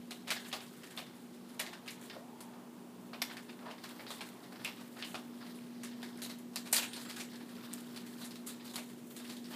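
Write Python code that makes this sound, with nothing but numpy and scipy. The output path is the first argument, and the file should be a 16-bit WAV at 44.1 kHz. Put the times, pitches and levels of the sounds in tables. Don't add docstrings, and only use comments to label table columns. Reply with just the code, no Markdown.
import sys
import numpy as np
from scipy import signal
from scipy.fft import rfft, irfft, next_fast_len
from scipy.io import wavfile
from scipy.ndimage import uniform_filter1d

SR = 44100
rng = np.random.default_rng(int(sys.argv[2]) if len(sys.argv) > 2 else 0)


def gain_from_decibels(decibels):
    exponent = np.asarray(decibels, float) / 20
    return 10 ** exponent


def store_pcm(level_fs):
    pcm = np.round(np.clip(level_fs, -1, 1) * 32767).astype(np.int16)
    wavfile.write(sys.argv[1], SR, np.atleast_2d(pcm).T)


N = 421155

# time in seconds, level in dB rms.
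HUM = [(0, -50.5), (.21, -54.5), (.48, -52), (.79, -57.5), (1.38, -54), (1.73, -57), (2.66, -53.5),
       (2.93, -58.5), (3.08, -52.5), (4.28, -56), (5.93, -47.5), (6.65, -50), (6.86, -50.5), (8.67, -49.5),
       (9.12, -53), (9.28, -48.5)]
# frequency in Hz, density in dB per Hz.
AIR_SPECTRUM = [(100, -50), (500, 5.5), (1000, -3), (1700, -8.5), (3000, -8.5), (6000, -17), (10000, -17),
                (15500, -26)]
# frequency in Hz, density in dB per Hz.
RUMBLE_SPECTRUM = [(40, -46), (90, -23.5), (130, -8), (190, -1), (300, -2), (420, -5), (600, -30),
                   (1000, -33)]
# frequency in Hz, width in Hz, lift in dB.
STANDING_WAVES = [(122.4, 3.1, 4), (142, 6, 1), (162, 7.2, -5.5), (185, 3.7, 7), (267, 3.2, 0.5),
                  (315, 5.5, 1), (362, 18, 1.5), (475, 12, 3.5)]
# frequency in Hz, 60 dB decay in seconds.
ROOM_T60 = [(300, 0.13), (1300, 0.4), (3500, 0.39), (9000, 0.28), (15000, 0.15)]
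# frequency in Hz, gain in dB.
PAPER_COLOUR = [(250, -15), (600, 2.5), (1200, 3), (2500, 5), (4500, 4), (6000, 0), (8200, 2.5), (11000, 1),
                (14300, -3.5), (15500, -12)]

# time of peak in seconds, reach in seconds, peak in dB.
CLOTH_SHIFTS = [(.45, .1, -60), (.98, 0.31, -57), (1.65, 0.21, -52), (2.3, 0.98, -58.5),
                (2.55, 0.61, -59.5), (3.319, 0.24, -55), (3.67, 0.092, -47.5), (4.07, 0.52, -52),
                (4.68, 0.066, -48), (5.18, 0.22, -54), (5.45, 0.36, -60), (6.06, 0.36, -57),
                (6.6, 0.092, -62), (6.78, 0.21, -52.5), (7.71, 0.81, -59), (8.32, 0.48, -63),
                (9.28, 0.085, -65), (9.55, 0.066, -54)]
# time in seconds, frequency in Hz, level in dB rms.
CASE_RUB = [
    (2.14, 584, -85),
    (2.17, 590, -45),
    (2.2, 600, -63),
    (2.31, 830, -62),
    (2.37, 900, -62),
    (2.5, 892, -68),
    (2.58, 846, -80),
    (2.65, 860, -101),
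]
# time of peak in seconds, reach in seconds, peak in dB, sheen in dB against it.
LAY_ASIDE_SLIDES = [(0, 0.35, -61.5, -7), (.32, 0.064, -54, -18), (.49, 0.14, -51, -2), (.7, 1, -55, -7),
                    (0.998, 0.21, -53.5, -11), (1.5, 0.17, -60, -17), (1.798, 1, -59, -6.5),
                    (2.03, 0.13, -53, -5.5), (2.15, 0.045, -47, -10), (3.33, 0.31, -55.5, -4.5),
                    (3.68, 0.16, -62, -18), (3.9, 0.14, -49, -10), (4.14, 0.32, -49, -6),
                    (4.359, .2, -74, -8)]
# time of peak in seconds, reach in seconds, peak in dB, sheen in dB against it.
OPENING_SLIDES = [(4.68, 0.29, -50, -10), (4.92, 0.66, -61, -3), (5.1, 0.15, -50.5, -4),
                  (5.5, 0.49, -54, -11), (5.85, 0.055, -45, -20), (6.08, 0.28, -52.5, -10),
                  (6.22, 0.16, -54, -16), (6.8, 0.11, -52, 0), (6.95, 0.23, -53, -14),
                  (7.08, 0.37, -52.5, -6), (7.32, 0.066, -50, -11), (7.71, 0.72, -51.5, -8.5),
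                  (8, 0.42, -56.5, -6.5), (8.19, 0.16, -51, -5), (8.33, 0.22, -72, 8),
                  (8.51, 0.17, -53, -20), (8.7, 0.089, -58.5, 6), (8.9, 0.22, -56, -4),
                  (9.12, 0.12, -66.5, 7), (9.28, 0.18, -50, -6), (9.55, 0.079, -44, -6)]
# time in seconds, frequency in Hz, level in dB rms.
TAPE_SQUEAKS = [
    [(6.878, 8650, -73), (6.884, 8808, -58), (6.928, 9000, -62), (6.966, 8800, -55), (6.978, 8560, -66)],
    [(7.045, 7504, -77), (7.051, 7634, -60), (7.075, 7600, -62), (7.088, 7500, -63), (7.096, 7350, -72)],
    [(7.235, 7950, -74), (7.25, 7900, -66), (7.285, 7650, -72), (7.295, 7650, -78)],
]

# start in seconds, peak in dB, focus in Hz, dying time in seconds.
CUSHION_KNOCKS = [
    (2.168, -56, 616, 0.0034),
    (2.421, -66, 960, 0.041),
]
# body in dB, gloss in dB.
KNOCK_COLOUR = (9, -19)
# start in seconds, peak in dB, dying time in seconds.
GLOSSY_FLICKS = [
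    (.47, -61, 0.034),
    (1.15, -60, .03),
    (1.491, -60, .03),
    (5.551, -54.5, 0.034),
    (6.391, -58, 0.021),
    (7.809, -51, 0.0043),
    (8.247, -44.5, 0.02),
]
# body in dB, gloss in dB, focus in Hz.
FLICK_COLOUR = (-18, 1, 11000)
# start in
# seconds, peak in dB.
GLOSSY_TICKS = [
    (.612, -55),
    (0.966, -57),
    (6.674, -53),
    (6.716, -49),
    (6.932, -47),
]
# body in dB, gloss in dB, focus in Hz, dying time in seconds (held to 0.03).
TICK_SHAPE = (-13, 2.5, 11000, 0.5)
# start in seconds, peak in dB, body in dB, gloss in dB.
FINGER_DENTS = [(.8699, -53, -13, -2), (1.496, -55, -10, -15), (1.864, -47.5, 1, -1),
                (2.5315, -58, -2, -33), (3.487, -47.5, -14, -34), (3.68, -44.5, -6, -27),
                (4.4362, -49, -35, -9), (4.597, -48, -4, -16), (4.805, -48.5, -0.5, -1),
                (4.9682, -45.5, -1, -19), (5.4646, -51, -20, -5), (5.916, -48, -26, -28),
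                (6.186, -52, -3, 2), (7.3348, -47, -10, -7), (7.406, -48, -7, -30),
                (7.4928, -48.5, -11, -5), (7.639, -47.5, -5, -10), (7.714, -48, -17, -24),
                (8.067, -50, -20, -1), (8.6022, -46, -30, -35), (9.109, -55, -19, -12),
                (9.248, -44.5, -16, -9), (9.5087, -46, -2, -2)]
# start in seconds, peak, body and gloss in dB, focus in Hz.
WIDE_FOLDS = [(0.2801, -34.5, -13, -8.5, 2180), (0.361, -35, -9, -13, 1800), (1.905, -50.5, -7, 9, 4970),
              (4.9925, -42.5, -14, -12, 1800), (5.411, -46, -7, -26, 1800), (6.534, -53, -6, -2, 4450),
              (7.096, -35.5, -11.5, -3, 4570), (7.1654, -39, -14, -3.5, 1390),
              (8.2158, -40.5, -9, -5, 4080), (8.6504, -45, -8, -6, 4460), (8.775, -38, -6.5, -2, 2460),
              (9.298, -39, -9.5, -3.5, 4100), (9.535, -40.5, -8, -16.5, 3000)]
# start in seconds, peak, body and gloss in dB, focus in Hz.
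CRUMPLES = [(0.275, -42, -9, -15, 2500), (0.448, -43, -15, -18, 1700), (0.535, -35.5, -5, -4, 4330),
            (0.604, -45, -6, -10, 2600), (0.98, -35, -8.5, -7, 2400), (1.604, -36.5, -26, 2.5, 4200),
            (1.735, -46.5, -12, -12, 1650), (2.133, -48, -5, -8, 1970), (3.3131, -44.5, -14, -46, 1730),
            (3.707, -40.5, -6, -10, 1990), (6.298, -40.5, -11, -2, 4020), (6.66, -41, -11, -5, 2510),
            (6.8237, -31, -13, -6, 2590), (6.9655, -37.5, -8.5, -3, 4150), (7.012, -50, -12, 4, 4500),
            (7.052, -41.5, -12, -28, 1410), (7.202, -36, -13, -2.5, 2430), (7.233, -51, -1, 1, 4830),
            (7.36, -55, -22, 5, 4700), (7.553, -51, -18, -1, 3410), (8.489, -40.5, -16, -2, 4000),
            (8.6978, -44, -15, -2, 4020), (8.74, -40, -7, 4.5, 3040), (9.2008, -48, -6, -12, 3870)]
# start in seconds, peak, body and gloss in dB, focus in Hz.
POPS = [(0.1087, -33, -8.5, -1.5, 4000), (0.8341, -41, -10, -5.5, 1750), (1.5992, -27.5, -9, -12, 1890),
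        (1.878, -31.5, -20, -13, 2450), (2.099, -36.5, -15, -16, 1830), (2.406, -41.5, -12, -1.5, 9600),
        (3.2195, -28.5, -14, -4, 5360), (3.369, -34, -14.5, -10, 1570), (3.658, -41.5, -2, -34, 1730),
        (3.8384, -35.5, -7.5, -10, 1850), (3.995, -37.5, -4, -35, 1980), (4.1053, -33, -5, -2.5, 3900),
        (4.523, -44, -2, -29, 1700), (6.559, -26.5, -12, -1.5, 4570), (6.9325, -33.5, -38, -8, 3760),
        (7.732, -44, -23, 3, 5150), (7.962, -35, -11.5, -5.5, 4600), (8.308, -40, -13, -3, 4640),
        (8.357, -39.5, -15, -4, 3970), (9.3663, -41.5, -15, 0, 3600), (9.4434, -41.5, -30, -5, 4910)]
# start in seconds, peak, body and gloss in dB, focus in Hz.
RUNNING_POPS = [(0.305, -22.5, -18.5, -4.5, 1410), (0.9084, -43.5, -12, -0.5, 1770),
                (1.6652, -37, -18, -10, 1770), (3.1325, -37, -4, -17, 2460), (4.0655, -37, -16, -23, 4020),
                (4.208, -31.5, -8, -7.5, 2420), (4.6491, -25, -15.5, -7.5, 2500),
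                (5.0244, -31.5, -19, -25, 2900), (5.144, -32.5, -1.5, -12, 2520),
                (5.8343, -36, -11.5, 2.5, 1900), (6.029, -35, -8.5, -6.5, 1770),
                (6.2191, -33, -11, 3, 4070), (8.469, -44.5, -12, 10.5, 1330), (9.1647, -40, -14, 0.5, 4100)]
# start in seconds, peak, body and gloss in dB, dying time in seconds.
RIP = [
    (6.7277, -40, -28, 19.5, 0.001),
    (6.7297, -30.5, -8, 8, 0.0016),
    (6.7321, -32, -8, -5, 0.00044),
    (6.7331, -31, -27, 7, 0.00098),
    (6.735, -30.5, -17.5, 5, 0.045),
    (6.761, -35, -12, 13.5, 0.0019),
    (6.7649, -27.5, -11.5, 4, 0.0097),
    (6.7702, -33.5, -18, 6.5, 0.024),
]
# start in seconds, peak in dB, gloss in dB, focus in Hz.
SMALL_CRACKS = [(0.3108, -23.5, -31, 1660), (0.3207, -25, -7, 2120), (0.537, -30, -18, 2430),
                (0.605, -41, -15, 2700), (1.6055, -29, -4, 2900), (1.73, -35.5, -12, 1690),
                (2.534, -50, -19, 1760), (2.7794, -58, -12, 1590), (3.22, -23.5, -11, 2200),
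                (3.2979, -34.5, -20, 1940), (3.3104, -36, -27, 1720), (3.4937, -39, -23, 2600),
                (3.528, -46, -21, 1490), (3.59, -44, -24, 1730), (3.6273, -49, -19, 1550),
                (3.7113, -37, -27, 2960), (3.7814, -42, -18, 2040), (3.8464, -46, -19, 1770),
                (3.9094, -40, -14, 1660), (4.1124, -34, -5, 3640), (4.2134, -33, -14, 1580),
                (4.558, -40, -16, 1560), (4.796, -46, -13, 2370), (4.992, -54, -17, 1800),
                (5.035, -37, -20, 3100), (5.0464, -35, -6, 3010), (5.151, -34.5, -13, 3700),
                (5.4256, -42.5, -18, 1310), (6.2454, -34, -1, 4070), (6.2614, -36, -2, 3940),
                (6.3144, -48, -13, 1950), (6.7448, -22, -4, 3950), (6.7814, -23, -6, 3650),
                (6.7932, -27, -11, 2730), (6.8277, -39, -9, 2710), (6.9754, -40, -14, 3730),
                (7.013, -38, -14, 4780), (7.1024, -35, -19, 3720), (7.2084, -38, -19, 2360),
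                (7.3574, -44, -12, 4250), (7.6081, -53, -8, 4890), (7.78, -42.5, -3, 1340),
                (7.9448, -44, -6, 3020), (8.4727, -39, -14, 4260), (8.757, -27, 1, 4460),
                (8.8982, -46, -10, 1800), (8.987, -61, -11, 1790), (9.1067, -46, -8, 3840)]
# start in seconds, peak in dB.
SPARKS = [
    (3.8404, -47),
    (6.175, -49),
    (6.387, -54),
    (6.392, -58),
    (6.56, -40),
    (6.7268, -40),
    (6.7313, -25),
    (6.733, -49),
    (8.064, -56),
]
# start in seconds, peak in dB, gloss in dB, focus in Hz, dying time in seconds.
LEADING_CRACKS = [(0.3053, -29, -8, 2000, .002), (.515, -44, -16, 2500, 0.0083),
                  (0.528, -32, -12, 3500, 0.0055), (0.532, -33.5, -11, 3600, .006),
                  (0.966, -55, 10, 12500, .0015), (.9715, -54, -1, 13500, .0015),
                  (0.9748, -34.5, -13, 3580, 0.0081), (1.5942, -33, -5, 2800, 0.0037),
                  (1.5993, -34.5, 2, 11500, .003), (1.6645, -38.5, -14, 3000, 0.0022),
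                  (1.8597, -54, -12, 3000, 0.0027), (1.907, -55, 6, 11000, .002),
                  (2.0141, -62, 8, 11000, 0.0018), (2.0988, -45, -14, 3000, .003),
                  (3.2179, -27.5, -6, 5400, 0.0031), (3.2235, -35, -2, 12000, .003),
                  (3.8585, -46, -8, 2000, .003), (4.2885, -48.5, 0, 3000, 0.0034),
                  (4.6475, -34.5, 2, 3560, 0.0013), (4.7631, -66, 6, 12000, .001),
                  (5.0242, -37, -14, 3000, 0.0023), (5.465, -51, -8, 2500, .003),
                  (5.5885, -51, -1, 2500, .003), (5.8476, -50.5, 4, 10000, .003),
                  (6.0292, -47, -18, 1800, 0.0033), (6.2985, -46, -4, 4000, .003),
                  (7.1635, -52, 2, 7000, 0.0014), (7.357, -51, -2, 5000, 0.0018),
                  (7.732, -49, 6, 8500, .0007), (7.737, -48, 6, 8500, .0007), (7.742, -53, 1, 8500, .0007),
                  (8.0662, -54.5, -3, 4000, .004), (8.464, -54, 5, 9000, .008),
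                  (6.02, -48, -6, 3500, 0.0022), (0.6064, -46, -15, 2700, 0.0017),
                  (8.6783, -49, -4, 4000, 0.0049), (9.2534, -49, -10, 3000, 0.0027)]

HUM_HZ, AIR_DB = 240.3, -63
DUCT_DB, DUCT_DB_PER_S = -61.5, 0.25
ROOM_DB = -10.5
REACH_DB, STILL_DB, CLOTH_DB = 15, -91, -65.5
RUB_WIDTH_HZ = 45
FLECKS_PER_S, FLECK_DB, FLECK_CYCLES = 260, -10.5, 26
BURST = 3072
RIP_HZ, DENT_HZ = 4430, 1800
POP_S, RUN_S, CRUMPLE_S, FOLD_S, DENT_S = 0.024, 0.034, 0.026, 0.037, 0.025
CRACK_BODY_DB, CRACK_S, HEAD_BODY_DB = -11.5, 0.011, -16
PHONE_TOP_HZ = 15420


def rms_one(x):
    return x / np.sqrt(np.mean(x ** 2) + 1e-20)


def rms_peak(x):
    return np.sqrt(uniform_filter1d(x ** 2, size=128).max())


def in_time(rows):
    s, *columns = np.transpose(rows)
    return [np.interp(np.arange(N) / SR, s, column) for column in columns]


def at_hz(points, hz):
    point_hz, value = np.array(points)[:, 0], np.array(points)[:, 1]
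    return np.interp(np.log(hz + 1), np.log(point_hz), value)


def coloured(x, points):
    size = next_fast_len(len(x))
    hz = np.arange(size // 2 + 1) * SR / size
    spectrum = rfft(x, size) * gain_from_decibels(at_hz(points, hz))
    return rms_one(irfft(spectrum, size)[:len(x)])


def band(x, low_hz, high_hz):
    sos = signal.butter(2, [low_hz, high_hz], "band", fs=SR, output="sos")
    return rms_one(signal.sosfilt(sos, x))


def drift(rate_hz):
    r = np.exp(-80 * np.pi * rate_hz / SR)
    noise = rng.standard_normal(N // 40 + 2002)
    slow = signal.lfilter([1], [1, -2 * r, r * r], noise)[2000:]
    return np.interp(np.arange(N) / 40, np.arange(len(slow)), rms_one(slow))


def grains(shape, per_s, spread_db):
    born = rng.random(shape) < per_s / SR
    size = gain_from_decibels(spread_db * np.minimum(rng.exponential(1, shape), 4))
    return born * size * rng.choice([-1, 1], shape)


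def swells(s, reach, peak_db, rest_db):
    t = np.arange(0, N + 64, 64) / SR
    power = gain_from_decibels(peak_db - REACH_DB * np.abs(t[:, None] - s) / reach) ** 2
    total = np.sqrt(power.sum(axis=1) + gain_from_decibels(rest_db) ** 2)
    return np.interp(np.arange(N) / SR, t, total)


def standing():
    hz = np.geomspace(40, 1000, 400)
    lift = sum(db * np.exp(-((hz - top_hz) / width) ** 2) for top_hz, width, db in STANDING_WAVES)
    return np.c_[hz, at_hz(RUMBLE_SPECTRUM, hz) + lift]


def house():
    hum_db, = in_time(HUM)
    hum_turn = 2 * np.pi * np.cumsum(HUM_HZ + 0.259 * drift(2.14)) / SR
    hum = np.sqrt(2) * gain_from_decibels(hum_db + 0.48 * drift(3.1)) * np.sin(hum_turn)
    rumble_db = DUCT_DB + DUCT_DB_PER_S * np.arange(N) / SR
    rumble = gain_from_decibels(rumble_db + 6.0) * coloured(rng.standard_normal(N), standing())
    hiss = gain_from_decibels(AIR_DB) * coloured(rng.standard_normal(N), AIR_SPECTRUM)
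    return hum + rumble + hiss


def room(x):
    t, edges = np.arange(SR // 2) / SR, np.geomspace(200, 16000, 8)
    noise = rng.standard_normal(len(t)) * np.clip((t - .002) / 0.0031, 0, 1)
    tail = 0
    for low, high in zip(edges, edges[1:]):
        decay = gain_from_decibels(-60 * t / at_hz(ROOM_T60, np.sqrt(low * high)))
        tail = tail + band(noise, low, high) * np.sqrt(high - low) * decay
    return signal.fftconvolve(x, tail / np.sqrt(np.sum(tail ** 2)))[:N]


def cloth():
    fibres = gain_from_decibels(2.0 * drift(2.0)) * band(rng.standard_normal(N), 496, 1180)
    return gain_from_decibels(-4.0) * swells(*np.transpose(CLOTH_SHIFTS), CLOTH_DB) * fibres


def rub():
    hz, level_db = in_time(CASE_RUB)
    turn = 2 * np.pi * np.cumsum(hz) / SR
    return gain_from_decibels(level_db) * (drift(RUB_WIDTH_HZ) * np.sin(turn) + drift(RUB_WIDTH_HZ) * np.cos(turn))


def rustle():
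    s, reach, paper_db, sheen_db = np.transpose(LAY_ASIDE_SLIDES + OPENING_SLIDES)
    ticks = grains(N, 4500 * gain_from_decibels(6 * drift(22)), spread_db=2.0)
    dull, bright, gloss = 1.2 * drift(9), 1.5 * drift(8), 1.5 * drift(8)
    low, middle = band(ticks, 1200, 3000), band(ticks, 2600, 5300)
    high, top = band(ticks, 6000, 11000), band(ticks, 9500, 14500)
    paper = gain_from_decibels(dull - 9.5) * low + gain_from_decibels(-dull - 7.0) * middle
    sheen = gain_from_decibels(bright - 1) * high + gain_from_decibels(gloss - 5.5) * top
    paper = gain_from_decibels(-2.0) * swells(s, reach, paper_db, STILL_DB) * paper
    sheen = gain_from_decibels(-1.0) * swells(s, reach, paper_db + sheen_db, STILL_DB) * sheen
    return paper + sheen


def flecks():
    s, reach, paper_db, _ = np.transpose(LAY_ASIDE_SLIDES + OPENING_SLIDES)
    clicks = grains(N, FLECKS_PER_S * gain_from_decibels(3.3 * drift(13)), spread_db=2.0)
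    patch = rng.integers(0, 16, N)
    out = 0
    for k, hz in enumerate(np.geomspace(1000, 5200, 16)):
        r, w = gain_from_decibels(-60 * hz / (FLECK_CYCLES * SR)), 2 * np.pi * hz / SR
        struck = clicks * (patch == k) + 1e-18
        ring = signal.lfilter([0, np.sin(w)], [1, -2 * r * np.cos(w), r * r], struck)
        out = out + ring * np.sqrt(hz)
    return gain_from_decibels(FLECK_DB) * swells(s, reach, paper_db, STILL_DB) * rms_one(out)


def tape():
    out = np.zeros(N)
    for rows in TAPE_SQUEAKS:
        fade_in = (rows[0][0] - .01, rows[0][1], -100)
        fade_out = (rows[-1][0] + .01, rows[-1][1], -100)
        hz, level_db = in_time([fade_in, *rows, fade_out])
        turn = 2 * np.pi * np.cumsum(hz + 25 * drift(48)) / SR
        out += np.sqrt(2) * gain_from_decibels(level_db) * np.sin(turn)
    return out


def snaps(rows, rise, per_s, first, gain_db, head=0):
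    out, t = np.zeros(N + BURST), np.arange(BURST) / SR
    clicks = grains((len(rows), BURST), per_s, spread_db=3.0)
    clicks[:, 0] = first
    lumps = rng.normal(0, 1, (len(rows), 40))
    turns = rng.integers(0, 3, (len(rows), 40)).repeat(BURST // 40 + 1, axis=1)[:, :BURST]
    dealt = turns == np.arange(3)[:, None, None]
    patches = rng.normal(0, 1, (len(rows), 3, 14))
    hz = np.arange(BURST + 1) * SR / (2 * BURST)
    for k, (s, peak_db, low_db, top_db, focus_hz, fall) in enumerate(rows):
        swell = (1 - np.exp(-(t + 0.000087) / rise)) ** 2 * np.exp(-t / np.clip(fall, .0005, .03))
        swell *= 1 + head * np.exp(-t / 0.0014)
        lump_db = 1.2 * np.interp(t, np.linspace(0, t[-1], 40), lumps[k])
        click = clicks[k] * swell * gain_from_decibels(lump_db)
        tilt = at_hz([(600, low_db + 14.5), (1200, low_db + 12.5), (1900, 0.0052), (5000, 0),
                      (7000, top_db + 1.5), (14000, top_db - 1.0)], hz)
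        tilt += 6.6 * np.exp(-(np.log((hz + 1) / focus_hz) / 0.17) ** 2)
        colour = np.array([np.interp(hz, np.geomspace(400, 16000, 14), patch) for patch in patches[k]])
        level = np.log(gain_from_decibels(at_hz(PAPER_COLOUR, hz) + tilt + 2.4 * colour))
        mirrored = np.c_[level, level[:, -2:0:-1]]
        phase = -np.imag(signal.hilbert(mirrored))[:, :BURST + 1]
        spectrum = np.sum(rfft(click * dealt[:, k], 2 * BURST) * np.exp(level + 1j * phase), axis=0)
        middle = irfft(spectrum * ((hz > 1500) & (hz < 5500)))
        at = round((s - 1.6 * rise) * SR)
        out[at:at + BURST] += irfft(spectrum)[:BURST] * gain_from_decibels(peak_db + gain_db) / rms_peak(middle)
    return out[:N]


def cracks():
    rows = [(s, db, CRACK_BODY_DB, top_db, hz, CRACK_S) for s, db, top_db, hz in SMALL_CRACKS]
    rows += [(s, db, -25, 9, 13500, .0006) for s, db in SPARKS]
    return snaps(rows, .0004, 8000, first=5.0, gain_db=-12.5)


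def heads():
    rows = [(s, db, HEAD_BODY_DB, *rest) for s, db, *rest in LEADING_CRACKS]
    return snaps(rows, .00015, 12000, first=6.2, gain_db=-4.0)


def creases():
    pops = [(*row, POP_S) for row in POPS]
    pops += [(*row, RUN_S) for row in RUNNING_POPS]
    pops += [(*row, *TICK_SHAPE) for row in GLOSSY_TICKS]
    rip = [(*row, RIP_HZ, fall) for *row, fall in RIP]
    soft = [(*row, CRUMPLE_S) for row in CRUMPLES]
    soft += [(*row, FOLD_S) for row in WIDE_FOLDS]
    soft += [(*row, DENT_HZ, DENT_S) for row in FINGER_DENTS]
    soft += [(s, db, *FLICK_COLOUR, fall) for s, db, fall in GLOSSY_FLICKS]
    soft += [(s, db, *KNOCK_COLOUR, hz, fall) for s, db, hz, fall in CUSHION_KNOCKS]
    popping = snaps(pops, .0004, 8000, first=13.0, head=1.0, gain_db=-10.5)
    ripping = snaps(rip, 0.00012, 15000, first=3.7, gain_db=-0.5)
    folding = snaps(soft, .0045, 9000, first=0, gain_db=-8.0)
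    return popping + ripping + folding


def scene():
    background = house()
    sofa = cloth() + rub() + rustle() + flecks() + tape() + cracks() + heads() + creases()
    return (background + sofa + gain_from_decibels(ROOM_DB) * room(sofa))[None]


def low_pass(x):
    return signal.sosfilt(signal.butter(12, 16490, fs=SR, output="sos"), x)


def record(dry):
    x = signal.sosfilt(signal.butter(2, 40, "high", fs=SR, output="sos"), dry)
    kept = signal.sosfiltfilt(signal.ellip(10, .2, 40, PHONE_TOP_HZ, fs=SR, output="sos"), x)
    trace = signal.sosfilt(signal.ellip(8, .5, 50, 16300, fs=SR, output="sos"), x - kept)
    return low_pass(kept + gain_from_decibels(-35) * trace)


dry = scene()
out = record(dry)
store_pcm(out)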